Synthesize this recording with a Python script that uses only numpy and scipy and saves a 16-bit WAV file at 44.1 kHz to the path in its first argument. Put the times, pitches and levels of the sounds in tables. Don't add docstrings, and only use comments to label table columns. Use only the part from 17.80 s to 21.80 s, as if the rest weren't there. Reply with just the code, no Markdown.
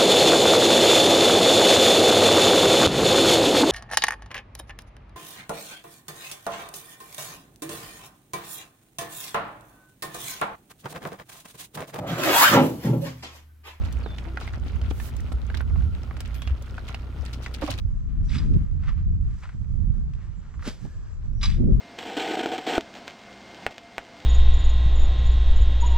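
import sys
import numpy as np
from scipy import signal
from scipy.fft import rfft, irfft
from scipy.io import wavfile
from scipy.ndimage import uniform_filter1d

SR = 44100
rng = np.random.default_rng(int(sys.argv[2]) if len(sys.argv) > 2 else 0)


def digitize_waveform(pressure):
    field = np.atleast_2d(pressure).T
    bounded = np.clip(field, -1, 1)
    quanta = np.round(bounded * 32767).astype(np.int16)
    wavfile.write(sys.argv[1], SR, quanta)


N = 176400
T = np.arange(N) / SR

# (entry [s], peak [s], rise [s], fall [s], crackle [dB], tine ring [dB])
FORK_PUSHES = [(0.485,0.551,0.035,0.041,-42,-47),(3.607,3.64,0.01,0.02,-31,-28),(3.66,3.713,0.039,0.03,-46,-49.5)]
# (frequency [Hz], level [dB], t60 [s])
TINE_MODES = [(1185,-3,.05),(1630,-11,.04),(2240,-1,.016),(2550,-5,.016),(2985,-8,.04),(3360,-7,.035),(3478,-4.5,.07),(3865,0,.03),(3985,-4,.04),(4535,-7,.03),(4860,-4,.028),(4945,-2,.04),(5280,-5,.022),(5965,-7,.028),(6720,-16,.035)]
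# (time [s], level [dB], centre of the excited modes [Hz])
TINE_CLINKS = [(.4923,-43,4400),(.514,-43,2700),(.5355,-35.5,2000),(.5505,-35,2900),(.5826,-33,4700),(3.6115,-35,3500),(3.629,-27,5800),(3.639,-27,3900),(3.656,-29.5,5000),(3.672,-34,3300),(3.722,-39,3500)]
# (peak [s], rise [s], fall [s], level [dB])
TEAR_SWELLS = [(.29,0.005,0.089,-65),(0.638,0.093,0.019,-53.5),(0.789,0.21,0.13,-61),(1.04,0.017,0.017,-55.5),(1.091,0.023,0.019,-43),(1.185,0.036,0.05,-58.5),(1.5,0.039,0.024,-68),(1.58,0.093,0.12,-63),(1.636,0.0072,0.027,-44.5),(1.73,.02,0.021,-65),(2.42,0.09,0.13,-60),(2.65,0.031,0.086,-64),(3.423,0.0069,0.012,-62)]
# (peak [s], rise [s], fall [s], level [dB])
SHOWER_SWELLS = [(2.879,0.021,0.022,-36.5),(2.94,0.02,0.17,-60.5)]
# (time [s], rise [s], fall [s], level [dB], pitch [ratio])
LUMP_HITS = [(2.877,0.0066,0.011,-26,1),(3.05,0.0013,0.011,-35,1.2)]
# (time [s], level [dB])
CRUMB_HITS = [(.552,-33),(1.091,-37.5),(1.655,-42),(1.692,-34.5),(1.8452,-47.5),(2.7412,-43.5),(2.7945,-41.5),(2.8065,-46.5),(2.825,-32.5),(2.846,-39),(2.851,-34.5)]
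# (time [s], level [dB])
STALK_SNAPS = [(.4935,-50),(.517,-40),(.538,-43),(.553,-38),(.664,-46.5),(.7407,-44.5),(2.3366,-42),(2.351,-46),(3.051,-47)]
# (peak [s], rise [s], fall [s], level [dB])
DUST_SWELLS = [(.46,0.014,0.031,-64.5),(.532,0.027,0.17,-63),(1.6,0.12,0.19,-67.5),(3.03,0.055,0.11,-65.5)]
# (time [s], rumble before trim [dB], flutter before trim [dB], pan left [dB])
WIND_CURVES = [(0.0,-32.5,-54,-8),(0.05,-27,-50,-6),(0.32,-32,-48,1.5),(0.39,-21.5,-42.5,0.5),(0.519,-27.5,-42,-3.5),
               (0.76,-19.5,-32,5.5),(0.8,-27,-40.5,-3.5),(0.97,-24,-44.5,-9),(1.47,-25.5,-53,-3),(1.63,-38,-55.5,-4.5),(1.97,-24,-43.5,-11.5),
               (2.12,-22,-49,-8),(2.189,-28.5,-40,-3),(2.53,-32,-71,-11),
               (2.59,-40,-57,-4.5),(2.9,-34.5,-58.5,-0.5),(2.97,-44.5,-58,-2.5),
               (3.06,-40.5,-45,-3),(3.17,-33,-71,-8),(3.35,-37.5,-68,0.5),(3.5,-29,-48.5,-4),
               (3.78,-21,-43.5,1),(3.829,-20,-30,4),(4.0,-24.5,-38.5,-3)]
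# (peak [s], rise [s], fall [s], level [dB], pitch [ratio])
WIND_BUFFETS = [(.56,0.025,0.027,-26.5,0.73),(0.71,0.075,0.033,-31.5,0.99),(0.759,0.007,0.012,-17.5,0.71),(2.108,0.024,0.01,-22,.5),(3.807,0.019,0.08,-20.5,0.96),(3.883,0.02,0.041,-26.5,1.19)]
# (time [s], level [dB])
AIR_FADER = [(0,-59.5),(.4,-63),(2.1,-61),(3.1,-58.5),(4,-57.5)]
# (start [s], length [s], level [dB])
BIRD_CALLS = [(2.551,0.073,-75.5),(2.73,0.054,-74.5),(3.065,0.22,-83),(3.278,.12,-78)]
# (start [s], length [s], level [dB], start pitch [Hz], end pitch [Hz], waver [Hz])
SINKING_NOTE = (2.9, .46, -65, 1790, 1560, 70)

# (frequency [Hz], relative level [dB])
STRAW_EQ = [(300,-15),(750,-4),(1200,4),(2300,9.5),(3200,3.5),(5500,0.5),(6500,-9.5),(7800,-6.5),(9000,-16),(13000,-28.5),(15500,-58)]
TEAR_EQ = [(300,-17),(620,-2.5),(1200,6.5),(2100,1),(4500,-12),(7500,-22),(9000,-34.5),(14000,-54)]
SPRAY_EQ = [(200,-12),(500,6),(850,-4),(1400,0.5),(3000,-3.5),(5000,-4),(7800,-13),(9000,-20),(13000,-26),(15500,-42)]
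THUD_EQ = [(30,-15),(70,-3),(140,-4.5),(250,-1),(400,-15.5),(560,-15),(800,-25),(1600,-56)]
CRUMB_EQ = [(250,-14),(700,-11.5),(1250,3.5),(1900,-5),(3000,-17.5),(6000,-38),(9000,-43),(15000,-52)]
DUST_EQ = [(1000,-4.5),(3000,-1.5),(5500,2.5),(7700,0.5),(9000,-10),(12500,-16.5),(15500,-22)]
RUMBLE_EQ = [(12,-15.5),(25,1),(45,1),(80,-3.5),(125,-11.5),(180,-19),(250,-36.5),(350,-40.5),(600,-102)]
FLUTTER_EQ = [(60,-26.5),(120,8),(200,1.5),(260,-6),(350,-21),(600,-29.5),(1000,-79)]
BUFFET_EQ = [(60,-11),(110,4),(200,-2.5),(300,-5.5),(400,-13),(500,-21.5),(650,-36.5),(2000,-87.5)]
AIR_EQ = [(100,8.5),(400,3),(750,-5),(1200,-0.5),(1700,-7),(2500,-13.5),(4000,-18),(5600,-17),(7700,-19.5),(8600,-32),(12000,-40.5)]

GRAINS_PER_S = 3500
TINE_DETUNE = .005
CLINK_RISE_S, CLINK_OCTAVES = 0.00113, 0.38
SLIDE_HZ, SLIDE_DB, SLIDE_RISE_S = 5600, -62.5, 0.037
LUMP_CONTACT_DB = 13.5
RUMBLE_TRIM_DB, FLUTTER_TRIM_DB, BUFFET_PAN_DB = 3.5, 6, -12
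GUST_DB, GUSTS_PER_S, AIR_SWELL_DB = 1.5, 13, 1.5
BIRD_HZ, BIRD_SAG_HZ_PER_S = 7260, 570
PORT_SPREAD_HZ = 7200
HIGH_CUT_HZ = 15700


def fork():
    crackle, steel = np.zeros(N), np.zeros(N)
    catching = undb(2 * drift(200))
    slide = sine(SLIDE_HZ + 120 * drift(600))
    for entry, at, rise, fall, crackle_db, ring_db in FORK_PUSHES:
        push = swell(at, rise, fall) * (T > entry) * catching
        crackle += undb(crackle_db) * push
        ring = unit_energy(tine_ring())
        steel += through(undb(ring_db) * push * grains(spread_db=3), ring)
        steel += undb(SLIDE_DB) * swell(entry, SLIDE_RISE_S, fall) * slide
    straw = through(crackle * grains(spread_db=3.5), eq(STRAW_EQ))
    for at, db, centre in TINE_CLINKS:
        ring = tine_ring(lambda hz: np.exp(-(np.log2(hz / centre) / CLINK_OCTAVES) ** 2))
        ring *= 1 - np.exp(-T[:len(ring)] / CLINK_RISE_S)
        steel += through(hits([(at, db)], grit=0.012, fall_s=0.0017), unit_peak(ring))
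    return place(straw, pan_db=-1, width=.36) + place(steel, pan_db=1.5, width=.22)


def tine_ring(weight=np.ones_like):
    t = T[:SR // 4]
    hz, db, t60 = np.array(TINE_MODES, float).T[:, :, None]
    hz = hz * (1 + TINE_DETUNE * rng.standard_normal(hz.shape))
    signs = (-1) ** np.arange(len(hz))[:, None]
    modes = np.sin(2 * np.pi * hz * t) * np.exp(-np.log(1000) * t / t60)
    return np.sum(signs * weight(hz) * undb(db) * modes, axis=0)


def tearing():
    rip = through(swells(TEAR_SWELLS) * grains(spread_db=1.5), eq(TEAR_EQ))
    return place(rip, pan_db=1.5, width=0.2)


def landing():
    spray = through(swells(SHOWER_SWELLS) * grains(spread_db=1.5), eq(SPRAY_EQ))
    thuds = np.zeros(N)
    for at, rise, fall, db, pitch in LUMP_HITS:
        impact = swell(at, rise, fall) * noise()
        impact[int(at * SR)] += undb(LUMP_CONTACT_DB)
        thuds += undb(db) * through(impact, eq(THUD_EQ, pitch))
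    return place(spray, pan_db=-1, width=0.32) + place(thuds, pan_db=-2.5, width=0.098)


def debris():
    knocks = through(hits(CRUMB_HITS, grit=0.095, fall_s=0.0071), unit_peak(eq(CRUMB_EQ)))
    snaps = through(hits(STALK_SNAPS, grit=0.14, fall_s=0.0028), unit_peak(eq(STRAW_EQ)))
    return place(knocks, pan_db=-1.5, width=.25) + place(snaps, pan_db=1, width=0.25)


def dust():
    trickle = through(swells(DUST_SWELLS) * grains(spread_db=2.5), eq(DUST_EQ))
    return place(trickle, pan_db=-5, width=.4)


def wind():
    times, *curves = np.array(WIND_CURVES, float).T
    rumble_db, flutter_db, pan_db = (np.interp(T, times, curve) for curve in curves)
    ports, buffets = np.zeros((2, N)), np.zeros((2, N))
    for port in range(2):
        eddy, gust = drift(30), undb(GUST_DB * drift(GUSTS_PER_S))
        rumble = through(noise(), eq(RUMBLE_EQ)) * undb(rumble_db + RUMBLE_TRIM_DB + 1.9 * eddy)
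        flutter = through(noise(), eq(FLUTTER_EQ)) * undb(flutter_db + FLUTTER_TRIM_DB + 3.97 * eddy)
        ports[port] = (rumble + flutter) * gust
        for at, rise, fall, db, pitch in WIND_BUFFETS:
            buffets[port] += through(noise() * undb(db) * swell(at, rise, fall), eq(BUFFET_EQ, pitch))
    sides = pan(pan_db)
    sides /= np.sqrt(np.mean(sides ** 2, axis=0))
    low_cut = signal.butter(2, 14, "high", fs=SR, output="sos")
    return signal.sosfilt(low_cut, ports * sides + buffets * pan(BUFFET_PAN_DB))


def yard_air():
    level_db = np.interp(T, *np.array(AIR_FADER, float).T) + AIR_SWELL_DB * drift(25)
    air = through(noise(), eq(AIR_EQ)) * undb(level_db)
    return place(air, pan_db=-1, width=.7, scatter_s=0.027)


def faint_whistle():
    at, length, db, start_hz, end_hz, waver_hz = SINKING_NOTE
    progress = np.clip((T - at) / length, 0, 1)
    hz = start_hz + (end_hz - start_hz) * progress + waver_hz * drift(250)
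    level = np.sqrt(np.abs(np.sin(np.pi * progress))) * undb(db + 2.7 * drift(36))
    return place(level * sine(hz), pan_db=1, width=.4)


def far_bird():
    calls = np.zeros(N)
    for at, length, db in BIRD_CALLS:
        age = np.clip(T - at, 0, length)
        hz = BIRD_HZ - BIRD_SAG_HZ_PER_S * age + 90 * drift(280)
        calls += undb(db) * np.sin(np.pi * age / length) * sine(hz)
    return place(calls, pan_db=-16, width=.3)


def grains(spread_db):
    size = undb(spread_db * np.minimum(rng.exponential(size=N), 4))
    fires = rng.random(N) < GRAINS_PER_S / SR
    return unit_rms(fires * size * np.sign(noise()))


def hits(rows, grit, fall_s):
    track = np.zeros(N)
    for at, db in rows:
        track[int(at * SR)] += undb(db)
        track += undb(db) * grit * noise() * (T > at) * np.exp(-np.abs(T - at) / fall_s)
    return track


def swell(at, rise, fall):
    return np.exp(-np.where(T < at, (at - T) / rise, (T - at) / fall))


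def swells(rows):
    return sum(undb(db) * swell(at, rise, fall) for at, rise, fall, db in rows)


def place(x, pan_db, width, scatter_s=0.01):
    ground = (noise() * np.exp(-T / scatter_s))[:SR // 10]
    scattered = through(x, unit_energy(ground))
    hz = np.fft.rfftfreq(2 * N, 1 / SR)
    lag = irfft(-1j * np.minimum(hz / PORT_SPREAD_HZ, 1) * rfft(x, 2 * N))[:N]
    side = lag + width * scattered
    return np.array([x + side, x - side]) * pan(pan_db)


def pan(db):
    return undb(np.vstack([db, -db]) / 2)


def eq(points, pitch=1, size=8192):
    hz, db = np.array(points, float).T
    bins = np.maximum(np.fft.rfftfreq(size, 1 / SR), 1)
    gain = undb(np.interp(np.log(bins), np.log(hz * pitch), db))
    cepstrum = irfft(np.log(gain))
    cepstrum[1:size // 2] *= 2
    cepstrum[size // 2 + 1:] = 0
    return unit_energy(irfft(np.exp(rfft(cepstrum))))


def through(x, response):
    return signal.fftconvolve(x, response)[:N]


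def drift(rate_hz):
    hold = int(SR / rate_hz)
    steps = np.repeat(rng.standard_normal(N // hold + 1), hold)[:N]
    return unit_rms(uniform_filter1d(steps, hold))


def sine(hz):
    return np.sin(2 * np.pi * np.cumsum(hz) / SR)


def noise():
    return rng.standard_normal(N)


def undb(db):
    return 10 ** (np.asarray(db) / 20)


def unit_rms(x):
    return x / np.sqrt(np.mean(x ** 2))


def unit_energy(x):
    return x / np.sqrt(np.sum(x ** 2))


def unit_peak(x):
    return x / np.abs(x).max()


def scene():
    digging = fork() + tearing() + landing() + debris() + dust()
    return digging + wind() + yard_air() + faint_whistle() + far_bird()


def record(dry):
    return signal.sosfilt(signal.ellip(8, .2, 70, HIGH_CUT_HZ, fs=SR, output="sos"), dry)


dry = scene()
out = record(dry)
digitize_waveform(out)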